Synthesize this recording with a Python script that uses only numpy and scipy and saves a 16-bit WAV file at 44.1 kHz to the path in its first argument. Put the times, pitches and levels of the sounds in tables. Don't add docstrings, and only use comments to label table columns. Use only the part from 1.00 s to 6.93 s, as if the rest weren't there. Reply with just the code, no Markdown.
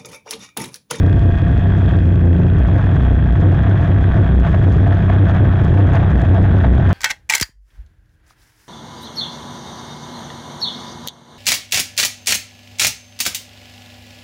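import sys
import numpy as np
from scipy import signal
from scipy.fft import rfft, irfft, next_fast_len
from scipy.io import wavfile
from scipy.ndimage import map_coordinates

SR = 44100
rng = np.random.default_rng(int(sys.argv[2]) if len(sys.argv) > 2 else 0)


def to_wav(sig):
    pcm = np.clip(np.atleast_2d(sig), -1, 1) * 32767
    pcm = np.round(pcm).astype(np.int16)
    wavfile.write(sys.argv[1], SR, pcm.T)


N = 261513
TIME = np.arange(N) / SR

# (time [s], cycle rate [Hz])
SHARED_PITCH = [(0, 31.05), (.22, 30.93), (.45, 31.38), (.73, 31.92), (.9, 31.65), (1.0, 30.1),
                (1.13, 29.05), (1.3, 29.05), (1.5, 29.6), (1.65, 30.6), (1.9, 31.6), (2.3, 31),
                (2.65, 32.8), (2.93, 31.2), (3.1, 32.6), (3.4, 31.4), (4.3, 31.9), (5.35, 31.2),
                (5.93, 31.8)]
def pitch_cycles():
    return np.cumsum(curves(SHARED_PITCH)[0]) / SR


CYLINDERS = [5.5, -7, 0, 2.5, 0, -7]
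def firings(cycles):
    fired = cycles * len(CYLINDERS)
    index = fired.astype(int)
    strength_db = np.take(CYLINDERS, index % len(CYLINDERS)) + .5 * rng.standard_normal(N)[index]
    return amp(strength_db) * np.exp(-(fired % 1) / .35)


# (time [s], width [s], depth [0-1])
NOTE_DIPS = [(0.195, 0.038, 0.68), (0.561, 0.13, 0.5), (1.616, 0.081, 0.72), (2.09, 0.11, 0.77),
             (2.317, 0.033, 0.9), (2.595, 0.039, 0.86), (3.132, 0.019, 0.66), (3.412, 0.073, 0.98),
             (4.489, 0.027, .7), (4.724, 0.045, 0.5), (5.16, 0.048, 0.92), (5.698, 0.09, 0.85)]
# (time [s], level [dB])
FIRING_TONE = [(0, -25.5), (.5, -29.5), (.9, -21.5), (1.12, -17), (1.28, -18.5), (1.37, -11.5),
               (1.45, -17.5), (1.53, -18.5), (1.63, -24), (2, -30), (3.55, -26.5), (3.72, -22.5),
               (4.0, -25), (5.03, -24.5), (5.14, -18), (5.26, -25), (5.38, -20.5), (5.93, -24.5)]
# (order [x cycle rate], level [dB])
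UPPER_ORDERS = [(4, -21), (5, -21)]
def drone(cycles):
    def tone(order, waver_db, drift_rad):
        phase = 2 * np.pi * (order * cycles + rng.random())
        phase = phase + drift_rad * wobble(22) + .65 * wobble(8)
        return unit(amp(waver_db * wobble(25)) * np.sin(phase))

    dip = sum(depth * bell(s, width) for s, width, depth in NOTE_DIPS)
    lower = amp(-18.5 + 12.5 * dip) * tone(2, waver_db=2.5, drift_rad=.55)
    main = amp(-10.5 + .23 * TIME - 6.5 * dip) * tone(3, waver_db=2.5, drift_rad=.49)
    firing_db = curves(FIRING_TONE)[0] + wobble(20)
    firing = amp(firing_db) * unit(np.sin(2 * np.pi * len(CYLINDERS) * cycles + .21 * wobble(20)))
    upper = sum(amp(db) * tone(round(k), waver_db=1.5, drift_rad=.89) for k, db in UPPER_ORDERS)
    return lower + main + firing + upper


# (frequency [Hz], level [dB])
RASP_SPECTRUM = [(150, -16), (400, -4.5), (700, 2.5), (1600, 2.5), (2400, -7), (2750, -12), (3400, -5),
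                 (3800, -7), (4400, -18.5), (9000, -39), (13000, -63)]
def rasp(cycles, steady_jet=.2):
    puffs = (steady_jet + firings(cycles)) * rng.standard_normal(N)
    return amp(-39.5 + 1.12 * TIME - 2 * eased()) * unit(housing(coloured(puffs, RASP_SPECTRUM)))


def buzz(cycles, steady_share=.3):
    size = 2048
    orders = np.arange(size // 2 + 1)
    passband = (orders > 14) / (1 + (orders / 112) ** 24)
    emphasis_db = 1.5 * np.log2(orders + 1) - (orders % 2 == 0)
    phases = np.exp(2j * np.pi * rng.random(len(orders)))
    one_cycle = irfft(passband * amp(emphasis_db) * phases)
    echoes = np.interp(cycles % 1, np.arange(size) / size, one_cycle, period=1)
    pulsed = echoes * (steady_share + firings(cycles))
    return amp(-37.5 - .5 * TIME + .5 * eased()) * unit(housing(pulsed))


SINGING_ORDERS = [30, 37, 52, 59, 80, 106]
SINGING_LEVELS = [-13, -11, -6, -11, -16, -18]
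def singing(cycles, steady_share=.3):
    shaken = cycles + .0011 * wobble(110)
    tones = sum(amp(db + .5 * wobble(5.7)) * unit(np.sin(2 * np.pi * (round(k) * shaken + rng.random())))
                for k, db in zip(SINGING_ORDERS, SINGING_LEVELS))
    return amp(-33.5 - 9 * TIME + .5 * eased()) * unit(steady_share + firings(cycles)) * tones


def case_ring(cycles, order=22):
    level_db = -44.5 - 3 * TIME + 2 * wobble(13)
    return amp(level_db) * unit(housing(np.sin(2 * np.pi * order * cycles)))


# (time [s], width [s], gain [dB])
SNARLS = [(0.392, 0.009, 4), (0.903, 0.032, 4.5), (1.606, 0.023, 2.5), (1.76, 0.07, 0), (2.071, 0.029, 3),
          (3.037, 0.019, 3), (3.224, 0.012, 1)]
def snarls():
    return sum(db * bell(s, width) for s, width, db in SNARLS)


def eased(start_s=.97, end_s=1.56, ramp_s=.077):
    return np.clip(.5 + np.minimum(TIME - start_s, end_s - TIME) / ramp_s, 0, 1)


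# (frequency [Hz], level [dB])
WIND_SPECTRUM = [(10, -16), (25, -2), (45, -3), (65, 2), (80, 4), (100, 1.5), (125, 1), (170, -7),
                 (225, -19.5), (320, -24.5), (450, -30.5), (700, -44.5), (1500, -65.5)]
def wind():
    level_db = -12.5 - 1.5 * eased() + 1.7 * wobble(14)
    return amp(level_db) * unit(coloured(rng.standard_normal(N), WIND_SPECTRUM))


# (time [s], level [dB])
CHOP = [(0, -31), (.55, -29), (.9, -27.5), (1.45, -26), (1.7, -25.5), (2.25, -28.5), (2.55, -25),
        (3.3, -26), (3.75, -27.5), (4.25, -25), (5.93, -25)]
# (time [s], width [s], splash level [dB], hollow knock level [dB])
SLAPS = [(2.059, 0.016, -32, -29), (3.185, 0.039, -42.5, -27.5), (3.458, 0.021, -28.5, -21.5),
         (3.545, 0.0065, -25.5, -15), (3.639, 0.0072, -26, -17), (3.874, 0.01, -32, -15.5),
         (3.925, 0.016, -28, -19.5), (4.104, 0.0054, -22.5, -10), (4.141, 0.014, -29.5, -27),
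         (4.296, .009, -22, -35), (4.364, .007, -25.5, -32), (4.793, .011, -27, -17.5),
         (4.957, 0.015, -19.5, -21.5), (5.022, 0.011, -27.5, -30), (5.358, 0.03, -37.5, -18.5),
         (5.453, 0.0078, -28, -21), (5.647, 0.0042, -21, -16), (5.897, 0.028, -24, -25)]
# (frequency [Hz], level [dB])
WATER_SPECTRUM = [(150, -23.5), (400, -13.5), (570, -0.5), (680, 2.5), (800, -2.5), (1000, -7),
                  (1400, -5.5), (1700, -5.5), (2100, -16.5), (2500, -17.5), (2800, -21.5), (3650, -24.5),
                  (4400, -41), (6500, -42), (12000, -76)]
def water():
    times, widths, splash_db, knock_db = np.transpose(SLAPS)
    chop_db = curves(CHOP)[0] - 5.5 * eased() + .3 * wobble(6.3)
    level = amp(chop_db) + swells(times, widths, splash_db)
    rattle = unit(amp(1.3 * wobble(350)) * rng.standard_normal(N))
    rush = coloured(level * rattle, WATER_SPECTRUM)
    knocks = swells(times, widths, knock_db) * np.sin(2 * np.pi * CASE_MODES[0][0] * TIME + wobble(70))
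    return .77 * rush + .79 * housing(rush) + knocks


# (time [s], width [s], level [dB])
SHOWERS = [(3.512, 0.034, -54.5), (3.707, .04, -56), (4.298, 0.0073, -54.5), (4.958, .014, -51.5),
           (5.575, 0.012, -56.5), (5.903, .018, -57)]
# (time [s], relative level [dB])
DROPS = [(1.536, -45), (2.4107, -34.5), (2.538, -41.5), (2.838, -36.5), (3.0262, -38), (3.3988, -36),
         (3.479, -37.5), (3.6944, -41.5), (3.948, -38), (4.6486, -29.5), (4.9356, -28.5), (5.217, -28),
         (5.249, -36.5)]
# (frequency [Hz], level [dB])
SPRAY_SPECTRUM = [(1500, -6), (3500, 5), (5000, 2.5), (5700, -2), (6500, 2.5), (7400, -6.5), (10000, -10.5),
                  (12500, -19), (15000, -28.5)]
def spray():
    def patter(per_second, spread_db):
        sizes = amp(-spread_db * rng.random(N)) * rng.choice([-1, 1], N)
        return unit((rng.random(N) < per_second / SR) * sizes)

    chop_db, = curves(CHOP)
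    times, widths, splash_db, _ = np.transpose(SLAPS)
    fine = patter(per_second=54, spread_db=19) + amp(-16.5) * rng.standard_normal(N)
    ticks = amp(-69 + .9 * (chop_db - chop_db[0])) * fine
    thrown = swells(times, widths, splash_db - 37.5)
    ticks += (thrown + swells(*np.transpose(SHOWERS))) * patter(per_second=450, spread_db=31.5)
    age = TIME[:SR // 50]
    for s, db in DROPS:
        splash = rng.standard_normal(len(age)) * np.exp(-age / .0014)
        ticks[round(s * SR):][:len(age)] += amp(db - 9.5) * splash
    return coloured(ticks, SPRAY_SPECTRUM)


# (frequency [Hz], bandwidth [Hz], level [dB])
CASE_MODES = [(682, 30, 0), (870, 80, -16), (1125, 60, -10.5), (1530, 70, -10.5), (1640, 90, -10),
              (1810, 100, -12), (2450, 130, -17), (3110, 130, -21), (3280, 80, -12)]
def housing(x):
    return filtered(x, lambda f: sum(amp(db) * 1j * f * width / (hz * hz - f * f + 1j * f * width)
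                                     for hz, width, db in CASE_MODES))


def microphone(air, ceiling=.5, knee=2.1, treble_hz=7200):
    pressure = 1.55 * air + .05
    flattened = pressure / (1 + np.abs(pressure / ceiling) ** knee) ** (1 / knee)
    return filtered(flattened - flattened.mean(), lambda f: 1 / (1 + (f / treble_hz) ** 6))


def amp(db):
    return 10 ** (np.asarray(db) / 20)


def unit(x):
    return x / np.sqrt(np.mean(x ** 2) + 1e-20)


def curves(rows):
    times, *columns = np.transpose(rows)
    return [np.interp(TIME, times, column) for column in columns]


def wobble(rate):
    return map_coordinates(rng.standard_normal(int(N * rate / SR) + 4), [TIME * rate])


def bell(s, width):
    return np.exp(-.5 * ((TIME - s) / width) ** 2)


def swells(times, widths, levels_db):
    return sum(amp(db) * bell(s, width) for s, width, db in zip(times, widths, levels_db))


def filtered(x, response):
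    size = next_fast_len(N + SR // 2)
    return irfft(rfft(x, size) * response(np.fft.rfftfreq(size, 1 / SR)), size)[:N]


def coloured(x, points):
    hz, db = np.transpose(points)
    size = 16384
    grid = np.fft.rfftfreq(size, 1 / SR)
    gain = amp(np.interp(np.log(grid + 1), np.log(hz), db))
    cepstrum = irfft(np.log(gain))
    cepstrum[1:size // 2] *= 2
    cepstrum[size // 2 + 1:] = 0
    kernel = irfft(np.exp(rfft(cepstrum)))
    return signal.fftconvolve(x, kernel / np.linalg.norm(kernel))[:N]


def scene():
    cycles = pitch_cycles()
    snarl_db = snarls()
    engine = amp(snarl_db) * (buzz(cycles) + rasp(cycles) + singing(cycles))
    splashes = swells(*np.transpose(SLAPS)[:3])
    falter = amp(-.7 * snarl_db) / (1 + 4 * splashes)
    hull = water()
    air = falter * (drone(cycles) + wind()) + .37 * engine + .52 * hull
    through_mount = .38 * engine + case_ring(cycles) + amp(-18) * hull
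    return (microphone(air) + through_mount + spray())[None]


def record(dry):
    cut_hz, top_hz = 44, 15800
    return filtered(dry[0], lambda f: 1j * f / (cut_hz + 1j * f) * (f < top_hz))[None]


dry = scene()
out = record(dry)
to_wav(out)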